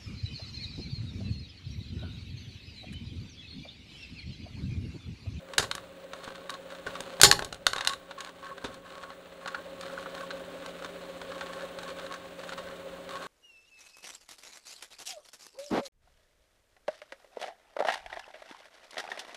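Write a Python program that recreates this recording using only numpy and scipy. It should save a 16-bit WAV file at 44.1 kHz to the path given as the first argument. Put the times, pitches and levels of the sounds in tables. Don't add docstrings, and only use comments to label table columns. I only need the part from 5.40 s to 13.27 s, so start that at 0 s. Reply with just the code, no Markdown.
import sys
import numpy as np
from scipy import signal
from scipy.fft import rfft, irfft, next_fast_len
from scipy.io import wavfile
from scipy.ndimage import uniform_filter1d, map_coordinates

SR = 44100
rng = np.random.default_rng(int(sys.argv[2]) if len(sys.argv) > 2 else 0)


def unload_audio(sound):
    columns = np.transpose(np.atleast_2d(sound))
    steps = np.round(np.clip(columns, -1, 1) * 32767)
    wavfile.write(sys.argv[1], SR, steps.astype(np.int16))


N = 347060
TIME_S = np.arange(N) / SR

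# t/s, rms level over 10 ms/dB, brightness/(dB/octave), thud/dB, crumbling time/s
SHELL_BLOWS = [(0.135, -39, -2, -3, 0.0046), (.181, -18, 4, 4.5, .004), (.1925, -26.5, 1.5, 18, 0.0094),
               (0.224, -33.5, 3, 15, 0.0085), (.239, -36, -2, 1, 0.0081), (0.313, -28.5, -0.5, -14, 0.0027),
               (0.3517, -36, 5, 13, 0.0016), (0.3802, -40.5, -6, -23, 0.0019), (0.7336, -38, -4, 2, 0.0024),
               (0.8417, -47, 3, 0, .003), (.876, -38.5, -4.5, 19, 0.0066), (0.9564, -47.5, -1, -11, 0.0017),
               (1.0944, -35, -2.5, -7, 0.0031), (1.103, -40, 5, 12, 0.0015), (1.1395, -42.5, 0, 5, 0.004),
               (1.464, -32.5, -1.5, 17.5, 0.011), (1.554, -37.5, -4.5, 1, 0.0018),
               (1.6059, -37.5, 4.5, 17, 0.0017), (1.799, -32, -2.5, 13, 0.0037),
               (1.8146, -13.5, 8.5, -1, 0.0012), (1.8335, -7.5, 6, 12, 0.0029), (1.842, -15, 5.5, 6, 0.01),
               (1.849, -19, 4, 12, .004), (1.914, -13, 3.5, -19, 0.0012), (1.925, -22.5, 2, 0, 0.0023),
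               (1.992, -30, 1, 13, 0.0027), (2.0224, -32.5, -2, 17, 0.0034), (2.0464, -37, 6, 18.5, 0.0037),
               (2.1261, -36, 0.5, 12, 0.0022), (2.145, -46, 3.5, 9, 0.0018), (2.267, -17, 3, 7.5, .0015),
               (2.3328, -28, 1.7, 7, 0.0016), (2.362, -33, -0.5, 11, 0.002),
               (2.3816, -33.5, -1.5, -6, .0025), (2.4082, -30.5, -2.5, -10, .003),
               (2.449, -34, 1.5, -15, .002), (2.4733, -21, 4, -6, 0.0019), (2.4946, -33, 1, -12, 0.0023),
               (2.524, -45, 0, -8, 0.0016), (2.535, -36.5, 0, -18, 0.0014),
               (2.709, -41, -4.5, -2.5, 0.0058), (2.8056, -38, 0, -16, 0.0028),
               (2.848, -42.5, -0.5, -15, 0.00082), (2.892, -46, -3.5, 7, .003),
               (3.1796, -42.5, -3, 7, .0034), (3.241, -33, -1.5, 19, 0.011), (3.3423, -52, 4, -0.5, .003),
               (3.634, -41, -5, 0, 0.0059), (3.702, -44.5, -7, 2, .005), (4.0595, -36.5, -6, 7, 0.0032),
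               (4.075, -34.5, -2, -14, 0.0067), (4.145, -31.5, -6.5, -15.5, 0.0066),
               (4.4103, -42, 1.5, -5.5, 0.0026), (4.4288, -42.5, -7, 1, 0.0082),
               (4.4974, -44, -13, 0, .006), (4.5769, -37.5, -23, -9, 0.0012),
               (4.6582, -38.5, -9, 2, 0.0083), (4.905, -35.5, -4, -14, 0.0068),
               (5.261, -40.5, 0, 3, 0.0027), (5.4452, -37.5, -2.5, 9, 0.0054),
               (5.815, -40, -4, -14, 0.0045), (5.919, -42, -5, -12, 0.0045),
               (6.0085, -35.5, -4.5, -9, 0.0067), (6.387, -39.5, -3, 5, .004),
               (6.432, -42.5, 0, 11, 0.0026), (6.724, -42, -2, -4, .002), (6.7392, -39.5, -2.5, -23, .0055),
               (7.091, -39.5, 0, 6, 0.0043), (7.1216, -39.5, -8, 1, 0.0029), (7.174, -40.5, -3, 5, 0.013)]
# t/s, level/dB
STEEL_BLOWS = [(0.183, -31), (1.816, -26.5), (1.836, -12), (1.913, -33), (2.267, -40.5), (2.474, -42)]
# f/Hz, level re blow/dB, t60/s
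STEEL_MODES = [(58, -16, 0.24), (85, -22.5, 0.4), (151.2, -20, 0.53), (396, -13.5, 0.3), (826, -19, 0.45),
               (3478, -18.5, 0.17), (3930, -17, .14), (4130, -11.5, .12), (4330, -13.5, 0.11),
               (4525, -6, .15), (4809, -2.5, 0.12), (5274, -11, 0.1), (5293, -9.5, 0.16), (6240, -20, 0.17),
               (6650, -18.5, .15), (6913, -12.5, 0.13), (7070, -4, .19), (8281, -22, .16),
               (12400, -21.5, .14)]
# f/Hz, width/Hz, level re broad response/dB
SHELL_MODES = [(1126, 62, 4), (1536, 220, 5), (1760, 70, 0.5), (2910, 130, -1), (3715, 170, 5),
               (4250, 220, 6), (6580, 170, 2), (8550, 240, -1)]
# f/Hz before bending, width/Hz, relative level/dB
SINGING_MODES = [(1093.5, 13, 2), (1290, 70, -9.5), (1545, 32, -5), (1730, 90, -9)]
# start t/s, length/s, relative scrape/dB, relative singing/dB
DRAGS = [(0.083, 0.082, -55, -70), (0.732, .19, -50.5, -58), (1.094, 0.065, -55, -49.5),
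         (1.301, 0.072, -51, -71), (1.475, .13, -48, -59), (1.637, 0.19, -52.5, -73), (1.95, .12, -57, -50),
         (2.344, .2, -45, -43), (2.776, 0.11, -51, -47.5), (3.019, .11, -52, -47.5),
         (3.212, 0.14, -52.5, -53), (3.446, 0.29, -52.5, -53.5), (4.017, 0.2, -55.5, -53.5),
         (4.418, 0.22, -49.5, -57), (4.738, .1, -46.5, -49), (5.221, 0.075, -55, -52),
         (5.416, 0.049, -49, -54), (5.899, 0.21, -49.5, -51.5), (6.128, 0.13, -47, -49),
         (6.373, .14, -47, -53.5), (6.558, 0.11, -46.5, -51), (6.705, 0.061, -50.5, -45),
         (6.97, .08, -51, -69), (7.054, 0.084, -47.5, -55), (7.267, 0.047, -53.5, -48),
         (7.689, 0.24, -43.5, -47.5)]
# f/Hz, level/dB
KNOCK_COLOUR = [(25, -13), (90, -10.5), (220, -12), (400, -8.5), (800, 0.5), (1500, 0), (2150, -4),
                (2950, -2.5), (3800, -3), (5200, -8.5), (8000, -11), (12000, -23), (13800, -40),
                (16000, -40)]
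SCRAPE_COLOUR = [(100, -19), (500, 1.5), (900, 0.5), (1300, 2.5), (1750, -4), (2200, -4.5), (3100, -3.5),
                 (4200, -9), (5200, -15), (8000, -22), (12000, -38.5), (14000, -41.5)]
FIZZ_COLOUR = [(1000, -32.5), (4500, -10), (6500, -1), (8300, 1), (10500, -8), (12800, -8), (13300, -22.5),
               (16000, -27.5)]
RATTLE_COLOUR = [(25, -23), (60, -12), (130, -14), (220, -8.5), (270, -3), (335, -7.5), (400, 1),
                 (490, -13.5), (590, 3), (700, -5), (1000, -11.5), (1700, -11.5), (4000, -16.5),
                 (5500, -37)]
RUMBLE_COLOUR = [(15, -12), (35, -5), (60, 3), (95, -0.5), (200, -5), (500, -19.5), (1500, -59.5)]
TOP_HISS_COLOUR = [(9000, -42.5), (14400, -24.5), (14800, -16.5), (15350, -12.5), (15570, 2.5),
                   (15800, -25.5)]
# f/Hz, rms level at reference load/dB, waver/cycles
HUM_TONES = [(176.7, -58, .035), (263, -63, .15), (292.6, -64, .15), (301.4, -66.5, 0.13), (394, -59, 0.19),
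             (462.5, -63, 0.32)]
# t/s, level/dB
DRIVE_LOAD = [(0, -50.5), (.15, -48.5), (.76, -49), (1.41, -46), (1.6, -42), (2.15, -52.5), (2.9, -50),
              (3.29, -49.5), (3.47, -51), (4.01, -48.5), (4.53, -42), (5.12, -42.5), (6.5, -42),
              (6.85, -45), (7.19, -42), (7.87, -44)]
# f/Hz, t60/s
ROOM_DECAY = [(60, 0.91), (250, 0.67), (1000, 0.18), (4000, 0.21), (8000, 0.19), (15000, 0.31)]

MOTOR_HZ, GEAR_TEETH, TIGHT_SPOT_TURNS = 14.66, 37, 0.53
CATCH_S, RELEASE_S = 0.0061, 0.0095
BAND_EDGE_HZ = 15800


def knocks(snap=0.7, clump_db=4, thud_hz=650, pivot_hz=1400, rise_s=0.031, snap_fade_s=0.0017,
           wall_hz=1720, wall_width_hz=380, wall_db=5, gentle_db=-40, size=4096):
    hz = np.fft.rfftfreq(size, 1 / SR)
    t_s = np.arange(size) / SR
    lead = size // 64
    octaves = np.log2(np.maximum(hz, pivot_hz) / pivot_hz)
    bass = 1 / (1 + (hz / thud_hz) ** 4)
    wall = 1 / (1 + ((hz - wall_hz) / wall_width_hz) ** 4)
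    out = np.zeros(N)
    for start_s, db, bright, thud_db, crumble_s in SHELL_BLOWS + ticks():
        spot, strain = rng.standard_normal((2, len(SHELL_MODES)))
        shell = shell_response(KNOCK_COLOUR, weights_db=3.9 * spot, stretch=1 + 0.03 * strain)[1]

        sign, clump = rng.standard_normal((2, size))
        decay_s = max(crumble_s, 1 / SR)
        age = t_s / decay_s
        rise = 1 - np.exp(-age * rise_s / decay_s)
        fractures = sign * amp(clump_db * clump) * np.exp(-age) * rise
        fractures /= np.linalg.norm(fractures)
        fractures[0] -= snap * np.exp(-crumble_s / snap_fade_s)

        force = rfft(np.roll(fractures, lead))
        force /= np.sqrt(uniform_filter1d(abs(force) ** 2, size=90))
        hard = np.clip((db - gentle_db) / 20, 0, 1)
        tilt_db = bright * octaves + thud_db * bass + wall_db * hard * wall
        hit = irfft(force * shell * amp(tilt_db))
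        hit_rms = np.sqrt(np.mean(hit[lead:][:SR // 100] ** 2))
        add(out, start_s - lead / SR, amp(db) * hit / hit_rms)
    return out


def ticks(above_db=2, spread_db=1.5, bright=-3.0, thud_db=-4, crumble_s=0.0027, count=3):
    blows = []
    for start_s, length_s, scrape_db, _ in DRAGS:
        for _ in range(count):
            tick_s = start_s + length_s * rng.random()
            tick_db = scrape_db + above_db + spread_db * rng.standard_normal()
            blows.append((tick_s, tick_db, bright, thud_db, crumble_s))
    return blows


def shell_response(colour, weights_db=0, stretch=1, size=4096):
    hz = np.fft.rfftfreq(size, 1 / SR)
    mode_hz, width_hz, db = np.transpose(SHELL_MODES)
    detuning = 2 * (hz[:, None] - mode_hz * stretch) / width_hz
    peaks = (amp(db + weights_db) ** 2 / (1 + detuning ** 2)).sum(1)
    log_gain = np.log(amp(read(colour, hz)) * np.sqrt(1 + peaks))
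    circle = np.concatenate([log_gain, log_gain[-2:0:-1]])
    minimum_phase = np.exp(np.conj(signal.hilbert(circle)))
    return hz, minimum_phase[:len(hz)]


def cutters(onset_s=0.00093, chatter_db=4.5, wobble_rad=0.81):
    t_s = np.arange(SR // 2) / SR
    onset = 1 - np.exp(-t_s / onset_s)
    out = np.zeros(N)
    for start_s, blow_db in STEEL_BLOWS:
        for hz, db, t60_s in STEEL_MODES:
            flutter = unit(uniform_filter1d(rng.standard_normal(len(t_s)), size=500))
            ring = np.sin(2 * np.pi * (hz * t_s + rng.random()) + wobble_rad * flutter[::-1])
            ring_db = blow_db + db - 60 * t_s / t60_s + chatter_db * flutter
            add(out, start_s, ring * amp(ring_db) * onset)
    return out


def rubbing(scrape_db=-2.5, crackle_db=-5, fizz_db=-2, judder_db=2.0, rasp_db=1.5, split_hz=2100):
    scrape, fizz = contact()
    judder = judder_db * drift(per_s=78)
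    dense = unit(grains(per_s=5000, spread_db=3.0) * amp(judder))
    crackle = unit(grains(per_s=260, spread_db=5.0) * amp(2 * drift(per_s=7.6)))
    clicks = dense + amp(crackle_db) * crackle
    shell_impulse = irfft(shell_response(SCRAPE_COLOUR)[1])
    slips = unit(signal.oaconvolve(clicks, shell_impulse)[:N + len(shell_impulse) - 1])[:N]

    dull = signal.sosfiltfilt(signal.butter(2, split_hz, fs=SR, output="sos"), slips)
    slips = dull + (slips - dull) * amp(rasp_db * drift(per_s=51))
    fine = coloured(grains(per_s=13000, spread_db=5.0), FIZZ_COLOUR)
    return slips * scrape * amp(scrape_db) + fine * fizz * amp(fizz_db + 0.3 * judder)


def contact(rest_db=-51.0, rest_slope=0.84, fizz_rest_db=-64, fizz_slope=0.76, fizz_drag_db=-16):
    drag, load_db = dragging()[0], load()
    scrape = np.hypot(drag, amp(rest_db + rest_slope * load_db))
    fizz = np.hypot(drag * amp(fizz_drag_db), amp(fizz_rest_db + fizz_slope * load_db))
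    return scrape, fizz


def dragging():
    scrape, sing = np.zeros((2, N))
    for start_s, length_s, scrape_db, sing_db in DRAGS:
        t_s = np.arange(0, length_s + 10 * RELEASE_S, 1 / SR)
        release = np.exp(-np.maximum(t_s - length_s, 0) / RELEASE_S)
        grip = np.minimum(t_s / CATCH_S, 1) * release
        add(scrape, start_s, amp(scrape_db) * grip)
        add(sing, start_s, amp(sing_db) * grip)
    return scrape, sing


def singing(sing_db=-2, rest_db=-64, bend=0.004):
    flex = 1 + bend * drift(per_s=16)
    out = np.zeros(N)
    for hz, width_hz, db in SINGING_MODES:
        turn = np.exp(2j * np.pi * np.cumsum(hz * flex) / SR)
        keep = np.exp(-np.pi * width_hz / SR)
        swing = signal.lfilter([1], [1, -keep], grains(per_s=160, spread_db=4.5) / turn)
        out += amp(db) * unit((swing * turn).imag)
    return out * np.hypot(dragging()[1] * amp(sing_db), amp(rest_db + 0.7 * load()))


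def drive(gear_db=-48, rattle_db=-51, rumble_db=-2, hiss_db=-73, throb=0.46, uneven_db=2.0):
    load_db = load()
    turns = MOTOR_HZ * TIME_S + 0.026 * drift(per_s=6.2)
    past_tight = 2 * np.pi * (turns - TIGHT_SPOT_TURNS)
    tight = np.cos(past_tight)
    swell = unit(np.exp(throb * tight + 0.23 * np.cos(2 * past_tight)))
    mesh_cycles = GEAR_TEETH * MOTOR_HZ * TIME_S + 0.041 * drift(per_s=1.7) + 0.085 * drift(per_s=100)
    mesh = np.sqrt(2) * np.sin(2 * np.pi * mesh_cycles)
    gears = mesh * swell * amp(gear_db + 0.95 * load_db + uneven_db * drift(per_s=20))

    hum = np.zeros(N)
    for hz, db, waver in HUM_TONES:
        tone_db = db + 0.91 * load_db + 6.8 * waver * drift(per_s=9)
        cycles = hz * TIME_S + waver * drift(per_s=6)
        hum += np.sqrt(2) * amp(tone_db) * np.sin(2 * np.pi * cycles)

    rattle_level_db = rattle_db + 0.85 * load_db + 1.3 * tight
    rattle = coloured(rng.standard_normal(N), RATTLE_COLOUR) * amp(rattle_level_db)
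    rumble = coloured(rng.standard_normal(N), RUMBLE_COLOUR) * shaking() * amp(rumble_db)
    top_hiss = coloured(rng.standard_normal(N), TOP_HISS_COLOUR) * amp(hiss_db + 0.5 * load_db)
    return gears + hum + rattle + rumble + top_hiss


def load(reference_db=-44):
    t_s, level_db = np.transpose(DRIVE_LOAD)
    return np.interp(TIME_S, t_s, level_db) - reference_db


def shaking(idle_db=-63, load_slope=0.54, jolt_db=-39, thud_share=0.52, t60_s=0.82):
    power = amp(idle_db + load_slope * load()) ** 2
    fade = amp(-60 * TIME_S[:SR] / t60_s)
    for start_s, db, _, thud_db, _ in SHELL_BLOWS:
        jolt = amp(db + thud_share * thud_db + jolt_db) * fade
        add(power, start_s, jolt ** 2)
    return np.sqrt(power)


def workshop(x, gap_s=0.002):
    hz, t_s, bands = signal.stft(rng.standard_normal(SR), SR, nperseg=256)
    decay = amp(-60 * t_s / read(ROOM_DECAY, hz)[:, None])
    tail = signal.istft(bands * decay, SR, nperseg=256)[1]
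    tail *= 1 - np.exp(-(np.arange(len(tail)) / SR / gap_s) ** 2)
    return signal.fftconvolve(x, tail / np.linalg.norm(tail))[:N]


def grains(per_s, spread_db):
    size = amp(spread_db * np.minimum(rng.exponential(1, N), 4)) * rng.choice([-1, 1], N)
    return size * (rng.random(N) < per_s / SR)


def drift(per_s):
    points = rng.standard_normal(4096)
    curve = map_coordinates(points, [TIME_S[::32] * per_s], order=3, mode="wrap")
    return unit(curve).repeat(32)[:N]


def coloured(x, colour):
    size = next_fast_len(N)
    gain = amp(read(colour, np.fft.rfftfreq(size, 1 / SR)))
    return unit(irfft(rfft(x, size) * gain, size)[:N])


def read(points, hz):
    f_hz, value = np.transpose(points)
    return np.interp(np.log(hz + 1), np.log(f_hz + 1), value)


def add(mix, start_s, sound):
    part = mix[max(round(start_s * SR), 0):][:len(sound)]
    part += sound[:len(part)]


def amp(db):
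    return 10 ** (np.asarray(db) / 20)


def unit(x):
    return x / np.sqrt(np.mean(x ** 2) + 1e-20)


def scene(room_db=-10):
    blows = knocks() + cutters()
    echo = amp(room_db) * workshop(blows)
    return (blows + echo + rubbing() + singing() + drive())[None]


def record(dry):
    clipped = np.clip(dry, -1, 1)
    low_pass = signal.firwin(511, BAND_EDGE_HZ, window=("kaiser", 9), fs=SR)
    return signal.oaconvolve(clipped, low_pass[None], "same")


dry = scene()
out = record(dry)
unload_audio(out)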